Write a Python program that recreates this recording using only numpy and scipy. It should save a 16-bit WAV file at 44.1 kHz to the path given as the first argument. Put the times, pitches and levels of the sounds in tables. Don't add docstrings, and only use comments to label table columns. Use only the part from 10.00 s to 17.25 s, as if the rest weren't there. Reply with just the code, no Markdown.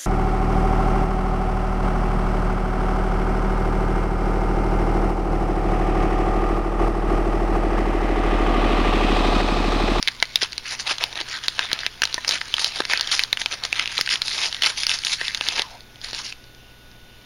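import sys
import numpy as np
from scipy import signal
from scipy.fft import rfft, irfft, next_fast_len
from scipy.io import wavfile
from scipy.ndimage import uniform_filter1d, map_coordinates

SR = 44100
rng = np.random.default_rng(int(sys.argv[2]) if len(sys.argv) > 2 else 0)


def store_wav(level_fs):
    pcm = np.round(np.clip(np.atleast_2d(level_fs), -1, 1) * 32767)
    wavfile.write(sys.argv[1], SR, pcm.T.astype(np.int16))


N = 319725


def amp(db):
    return 10 ** (np.asarray(db) / 20)


def unit(x):
    return x / np.sqrt(np.mean(x ** 2, axis=-1, keepdims=True) + 1e-20)


def curves(rows):
    s, *cols = np.transpose(rows)
    return [np.interp(np.arange(N) / SR, s, c) for c in cols]


def wobble(rate):
    knots = rng.standard_normal(int(N * rate / SR) + 4)
    return map_coordinates(knots, [np.arange(N) * rate / SR], order=1)


def colour(x, points):
    m = 2 * next_fast_len(x.shape[-1])
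    hz, gain_db = np.transpose(points)
    bins_hz = np.fft.rfftfreq(m, 1 / SR)
    gain = amp(np.interp(np.log(bins_hz + 1), np.log(hz), gain_db))
    cepstrum = irfft(np.log(gain))
    cepstrum[1:m // 2] *= 2
    cepstrum[m // 2 + 1:] = 0
    return irfft(rfft(x, m) * np.exp(rfft(cepstrum)))[..., :x.shape[-1]]


def ring(x, hz, width_hz):
    centre_hz = min(hz, SR / 3)
    q = hz / min(width_hz, SR / 4)
    return signal.lfilter(*signal.iirpeak(centre_hz, q, SR), x)


def ticks(rate, spread_db, largest=1.27):
    size = amp(spread_db * np.minimum(rng.exponential(size=N), largest))
    return (rng.random(N) < rate / SR) * size * rng.choice([-1, 1], N)


HIT_S = 0.005
# [Hz, of the facet]
SNAPS = [(0.0275, -17.5, 4900), (0.0754, -14.5, 2200), (0.0821, -14.5, 3810), (0.0856, -18, 2070),
         (0.2013, -28, 3590), (0.226, -11, 2170), (0.2265, -17.5, 4000), (0.2545, -31.5, 4230),
         (0.3575, -8.5, 3660), (0.3711, -32, 2500), (0.4376, -23.5, 2520), (0.5223, -30, 4340),
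         (0.5307, -27.5, 4600), (0.58, -20, 4120), (0.9125, -31, 1900), (0.9831, -24, 3380),
         (1.0389, -12.5, 3470), (1.1281, -29.5, 3500), (1.1555, -27, 4070), (1.1756, -25, 3770),
         (1.2038, -24.5, 3620), (1.2125, -23, 3500), (1.438, -28, 3500), (1.4823, -12.5, 3760),
         (1.5924, -13, 1350), (1.6292, -28, 2460), (1.716, -21, 1710), (1.7308, -12.5, 4700),
         (1.7906, -25, 3810), (1.8053, -29, 4440), (1.8335, -27, 1990), (1.8646, -15, 2320),
         (2.0197, -12.5, 1660), (2.0344, -14.5, 1370), (2.038, -15.5, 5700), (2.0533, -17.5, 4000),
         (2.0738, -30, 3500), (2.1277, -27.5, 3920), (2.1432, -16, 5700), (2.2474, -22.5, 1480),
         (2.2798, -15.5, 4900), (2.2917, -13, 5130), (2.31, -16.5, 4120), (2.3228, -19.5, 4240),
         (2.3836, -30, 3330), (2.4143, -20.5, 1720), (2.5405, -12.5, 3120), (2.5672, -23.5, 3880),
         (2.5819, -20.5, 1300), (2.5949, -21, 2860), (2.6448, -12.5, 4080), (2.759, -25, 4200),
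         (2.804, -19.5, 4170), (2.8056, -22.5, 1440), (2.8198, -28, 1520), (2.8524, -21, 4500),
         (2.9349, -11.5, 1636), (2.9743, -19.5, 4480), (2.9962, -21, 3800), (3.0101, -15, 4360),
         (3.074, -21.5, 3780), (3.1155, -17.5, 4300), (3.1196, -20, 4220), (3.127, -19, 5170),
         (3.1934, -12, 2700), (3.2365, -15, 3830), (3.3287, -11.5, 3700), (3.3301, -20.5, 1900),
         (3.3726, -20.5, 2760), (3.4163, -19, 3080), (3.46, -15, 2620), (3.6372, -20, 3940),
         (3.6512, -20, 4530), (3.7279, -14, 2490), (3.7567, -28, 3160), (3.7958, -15, 2830),
         (3.8579, -21, 2760), (3.876, -21, 2760), (3.9798, -15.5, 3400), (4.0115, -12.5, 4900),
         (4.0621, -24.5, 4570), (4.0753, -20, 1690), (4.091, -19, 2400), (4.157, -19.5, 2930),
         (4.2187, -15, 4200), (4.2815, -20.5, 4070), (4.2937, -30, 3970), (4.38, -23.5, 3300),
         (4.4351, -21.5, 3140), (4.4585, -23, 4300), (4.527, -22, 3130), (4.546, -23, 3480),
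         (4.5667, -29.5, 3780), (4.6218, -14.5, 3200), (4.6261, -23, 3590), (4.6363, -16, 3520),
         (4.6435, -17, 2830), (4.6618, -14, 4470), (4.6662, -22, 3260), (4.8202, -28, 4300),
         (4.8342, -17.5, 5000), (4.8675, -13.5, 4860), (4.8942, -16.5, 2840), (4.9159, -17, 2440),
         (4.9883, -24, 4600), (5.0366, -25, 2580), (5.049, -18, 5500), (5.069, -17.5, 2960),
         (5.2128, -22.5, 1830), (5.2815, -18.5, 3500), (5.3474, -17.5, 4030), (5.3742, -26, 4630),
         (5.4103, -17.5, 2740), (5.4866, -14, 4100), (5.5948, -15.5, 3140), (5.6196, -18.5, 3500),
         (5.807, -39, 4170), (5.958, -41.5, 2900), (6.015, -34, 3520), (6.0445, -28.5, 4740),
         (6.0857, -34, 4350), (6.1317, -27, 4760), (6.1476, -26, 4200), (6.3247, -28.5, 2590),
         (6.441, -45.5, 4840), (6.548, -46.5, 4700), (6.915, -47, 4800)]


def snaps(creases, facet_width_hz=620, sheet_hz=6500, second_db=-8, chatter=0.21, chatter_s=0.0011,
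          flutter_db=-27, flutter_s=0.021, hollow_db=-6, size=1024):
    out, t = np.zeros(N + size), np.arange(size) / SR
    body_db = grip_db()
    for start_s, level_db, pitch_hz in creases:
        start = round(start_s * SR)
        decay = np.exp(-t / chatter_s) + amp(flutter_db) * np.exp(-t / flutter_s)
        kick = chatter * rng.standard_normal(size) * decay
        kick[0] += 1
        whole = sheet(kick)
        facet = unit(ring(whole, pitch_hz, facet_width_hz))
        neighbour_hz = np.sqrt(pitch_hz * rng.uniform(370, 5530))
        neighbour = unit(ring(whole, neighbour_hz, facet_width_hz))
        crisp = pitch_hz / sheet_hz * (unit(whole) + amp(level_db) * unit(kick))
        snap = unit(facet + amp(second_db) * neighbour + crisp)
        snap = unit(snap + amp(body_db[start] + hollow_db) * unit(hollow(kick)))
        out[start:][:size] += amp(level_db) * snap * np.sqrt(HIT_S * SR / size)
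    return out[:N]


def further_creases(effort_db, above_db=-5, scatter_db=1.5, pitch_hz=3600, pitch_spread=0.3, count=170):
    draws = np.clip(rng.standard_normal((count, 2)), -2, 2)
    work = np.cumsum(amp(effort_db))
    at = np.searchsorted(work, work[-1] * rng.random(count))
    rows = []
    for i, (a, b) in zip(at, draws):
        level_db = effort_db[i] + above_db + scatter_db * a
        rows.append((i / SR, level_db, pitch_hz * np.exp(pitch_spread * b)))
    return rows


ATTACK_S, RELEASE_S = 0.0081, 0.015
STROKE_CRINKLES, STIR_CRINKLES = 0.36, 0.25
STIR_TAUT_DB = -3.5
# [dB, treble of the taut sheet]
STROKES = [(0.422, .011, -19, -7.5), (0.653, .095, -31, -5.5), (0.712, .03, -26.5, 5), (0.8, .006, -27, 2),
           (0.871, .052, -23, -5.5), (1.012, .018, -24.5, -10.5), (1.17, .045, -32, -10),
           (1.28, .095, -32.5, -6), (1.437, 0.03, -34, -7), (1.587, 0.066, -30, -8),
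           (1.696, .165, -33.5, -14), (2.278, .04, -28, 3), (2.32, .042, -24, -7),
           (2.596, 0.09, -29.5, 8.5), (2.755, .045, -30, -3), (2.898, .035, -23.5, -5.5),
           (2.95, .155, -31, -12), (3.118, .03, -22, 3), (3.162, 0.07, -29, 1), (3.398, .02, -29, -2),
           (3.515, .025, -28.5, -3), (3.634, .02, -29, -7), (3.75, 0.041, -29.5, -7),
           (3.792, 0.038, -25.5, -12), (3.898, .045, -31.5, -6), (3.955, 0.044, -28.5, 0),
           (4.107, .04, -21.5, -3), (4.254, .04, -30, 13), (4.313, .16, -28, 3.5), (4.416, .03, -26, -5),
           (4.636, .012, -19.5, -1), (4.661, .008, -19, -3), (4.683, .018, -26.5, 4),
           (4.776, .06, -27.5, 2.5), (4.891, .06, -23, 4), (5.05, .045, -26, 6), (5.108, .025, -21.5, 2.5),
           (5.2, .095, -29.5, -2), (5.446, .09, -29.5, -1), (5.559, 0.036, -25.5, -6),
           (6.041, .06, -34.5, -2), (6.145, .06, -31.5, 1), (6.245, .055, -35, 6)]
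# [dB, relative]
STIRRING = [(0, -41), (0.6, -43.5), (1.7, -39), (1.96, -46), (2.1, -38.5), (2.7, -35.5), (3.3, -43),
            (4.5, -36.5), (5.58, -36), (5.85, -56.5), (6.0, -52), (6.03, -43), (6.28, -42.5), (6.4, -57.5),
            (7.0, -62), (7.25, -55.5)]


def effort(step=64):
    t = np.arange(0, N, step) / SR
    start, length, level_db, taut_db = np.transpose(STROKES)[:, :, None]
    before = np.maximum(start - t, 0) / ATTACK_S
    after = np.maximum(t - start - length, 0) / RELEASE_S
    strokes = (amp(level_db) * np.exp(-np.minimum(before + after, 20))) ** 2
    stir = amp(np.interp(t, *np.transpose(STIRRING))) ** 2
    power = stir + strokes.sum(0)

    def blend(own, resting):
        return ((own * strokes).sum(0) + resting * stir) / power

    share = np.clip(blend(STROKE_CRINKLES, STIR_CRINKLES), 0, 1)
    return curves(np.transpose([t, 10 * np.log10(power), share, blend(taut_db, STIR_TAUT_DB)]))


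def rustle(effort_db, share, tight_db, level_db=0.5, hollow_db=-1, taut_hz=3700, patchy_db=2.5):
    slips = ticks(rate=13000, spread_db=-0.5)
    slide = unit(slips * amp(3.6 * wobble(260)))
    force = np.sqrt(share) * crinkles() + np.sqrt(1 - share) * slide
    whole = unit(sheet(force))
    slack = signal.sosfiltfilt(signal.butter(2, taut_hz, fs=SR, output="sos"), whole)
    bright = amp(tight_db)
    tilted = (slack + bright * (whole - slack)) / np.sqrt((1 + bright ** 2) / 2)
    paper = tilted + amp(grip_db() + hollow_db) * unit(hollow(force))
    return amp(effort_db + level_db) * unit(patches(paper, patchy_db))


def crinkles(rate=700, clumping_db=3.5, low_hz=1800, high_hz=6800, facet_q=1.76, broad=0.28, count=12,
             spread_db=5.5, chatter_s=0.00035):
    out = np.zeros(N)
    busy = amp(clumping_db * wobble(35))
    decay = np.exp(-1 / (chatter_s * SR))
    for hz in np.geomspace(low_hz, high_hz, count):
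        hits = np.abs(ticks(busy * rate / count, spread_db))
        bursts = signal.lfilter([1], [1, -decay], hits)
        chatter = bursts * rng.standard_normal(N)
        out += ring(chatter, hz, hz / facet_q) + broad * chatter
    return unit(out)


def patches(x, depth_db, size=512, order=(7, 9)):
    z = signal.stft(x, nperseg=size)[2]
    field = rng.standard_normal(z.shape)
    field = uniform_filter1d(field, order[0], 0)
    field = uniform_filter1d(field, order[1], 1)
    return signal.istft(z * amp(depth_db * field / field.std()), nperseg=size)[1][:N]


# [dB, relative]
PAPER_RESPONSE = [(150, -28.5), (800, -16), (1200, -12), (1480, -3.5), (1900, -1.5), (3000, -1),
                  (4000, 1.07), (5000, 0.5), (6500, -3.5), (10500, -12), (12000, -32.5), (14000, -96)]


def sheet(force):
    return colour(force, PAPER_RESPONSE)


# [dB, relative]
HOLLOW_MODES = [(443, 740, -12.5), (813, 493, 2)]


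def hollow(force):
    out = 0
    for k, (hz, width, gain_db) in enumerate(HOLLOW_MODES):
        mode = ring(ring(force, hz, width), hz, width + hz)
        out = out + (-1) ** k * amp(gain_db) * mode
    return out


# [dB, relative]
GRIP = [(0, -19), (0.72, -15), (1.18, -6.5), (1.34, -14.5), (1.62, -11.5), (2.35, -13), (2.66, -15.5),
        (2.92, -10.5), (3.2, -17), (3.54, -8), (4.0, -21), (4.4, -13), (5.11, -22.5), (5.72, -9),
        (6.2, -15.5)]


def grip_db():
    return curves(GRIP)[0]


# pitch_hz [Hz], level_db [dB, initial peak], t60_s [s]
PANEL_MODES = [(650, -30, 0.035), (1000, -22, 0.042), (1820, -16.5, 0.028)]


def pop(start_s=2.1802, click_db=-27):
    t = np.maximum(np.arange(N) / SR - start_s, 0)
    modes = sum(amp(db - 60 * t / t60) * np.sin(2 * np.pi * hz * t) for hz, db, t60 in PANEL_MODES)
    click = unit(sheet(rng.standard_normal(N)))
    return modes + (t > 0) * amp(click_db - 60 * t / 0.016) * click


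# start_s [s], level_db [dB], pitch_hz [Hz]
KNOCKS = [(0.2258, -20.5, 627), (0.428, -27.5, 410), (0.912, -30, 480), (2.8036, -19, 550),
          (3.99, -25, 910), (4.01, -37, 172), (5.2143, -31.5, 744), (5.4107, -29.5, 654),
          (5.5955, -25.5, 770), (6.1316, -33.5, 640)]


def knocks(width=1.54, rattle=0.061, rattle_s=0.0038, size=2048):
    out, t = np.zeros(N + size), np.arange(size) / SR
    for start_s, level_db, hz in KNOCKS:
        push = (t == 0) + rattle * rng.standard_normal(size) * np.exp(-t / rattle_s)
        knock = ring(ring(push, hz, hz * width), hz, hz + hz * width)
        out[round(start_s * SR):][:size] += amp(level_db) * unit(knock) * np.sqrt(HIT_S * SR / size)
    return out[:N]


# time_s [s], pitch_hz [Hz], level_db [dB]
RUB = [(5.6, 1080, -60), (5.64, 1050, -42), (5.685, 1000, -49), (5.705, 800, -52), (5.76, 776, -43.5),
       (5.8, 770, -68)]


def rub(roughness_hz=500):
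    hz, level_db = curves(RUB)
    phase = 2 * np.pi * np.cumsum(hz) / SR
    note = wobble(roughness_hz) * np.cos(phase) + wobble(roughness_hz) * np.sin(phase)
    return amp(level_db) * unit(note)


def turning(start_s=6.42, level_db=-60, hz=2850, width_hz=450, uneven_db=5):
    whisper = ring(ring(rng.standard_normal(N), hz, width_hz), hz, width_hz)
    fitful = unit(whisper * amp(uneven_db * wobble(17)))
    return amp(level_db) * fitful * (np.arange(N) / SR > start_s)


def bench(x, near_db=-15, near_t60=0.018, room_db=-23, room_t60=1.0):
    t = np.arange(SR) / SR

    def tail(t60):
        return unit(rng.standard_normal(len(t)) * amp(-60 * t / t60) * (t > 0.002)) / np.sqrt(len(t))

    echoes = amp(near_db) * tail(near_t60) + amp(room_db) * tail(room_t60)
    return x + signal.fftconvolve(x, echoes)[:N]


# [dB, relative]
FLOOR_SPECTRUM = [(25, 5), (40, -3.5), (100, -7), (400, -12.5), (1200, -19.5), (3000, -18), (7000, -26),
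                  (15000, -32)]
# pitch_hz [Hz], level_db [dB]
HUM_TONES = [(56, -58), (118, -57.5), (236, -67), (1470, -59.5), (3591, -62)]


def background(floor_db=-48.0, waver_rad=0.073):
    t = np.arange(N) / SR
    tones = 0
    for hz, level_db in HUM_TONES:
        phase = 2 * np.pi * hz * t + waver_rad * wobble(13)
        tones = tones + amp(level_db) * unit(np.sin(phase))
    return tones + amp(floor_db) * unit(colour(rng.standard_normal(N), FLOOR_SPECTRUM))


def scene():
    effort_db, share, tight_db = effort()
    rustling = rustle(effort_db, share, tight_db)
    creases = list(SNAPS) + further_creases(effort_db)
    handling = rustling + snaps(creases) + pop() + rub() + knocks() + turning()
    return (bench(handling) + background())[None]


def record(dry, notch_hz=7950, notch_width_hz=1600, bend=0.022, lower_limit=0.92, top_hz=15800):
    heard = np.clip(dry + bend * dry ** 2, -lower_limit, 1)
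    notch = signal.iirnotch(notch_hz, notch_hz / notch_width_hz, SR)
    heard = signal.lfilter(*notch, signal.lfilter(*notch, heard))
    m = next_fast_len(N + SR // 2)
    passed = np.fft.rfftfreq(m, 1 / SR) < top_hz
    return irfft(rfft(heard, m) * passed, m)[..., :N]


dry = scene()
out = record(dry)
store_wav(out)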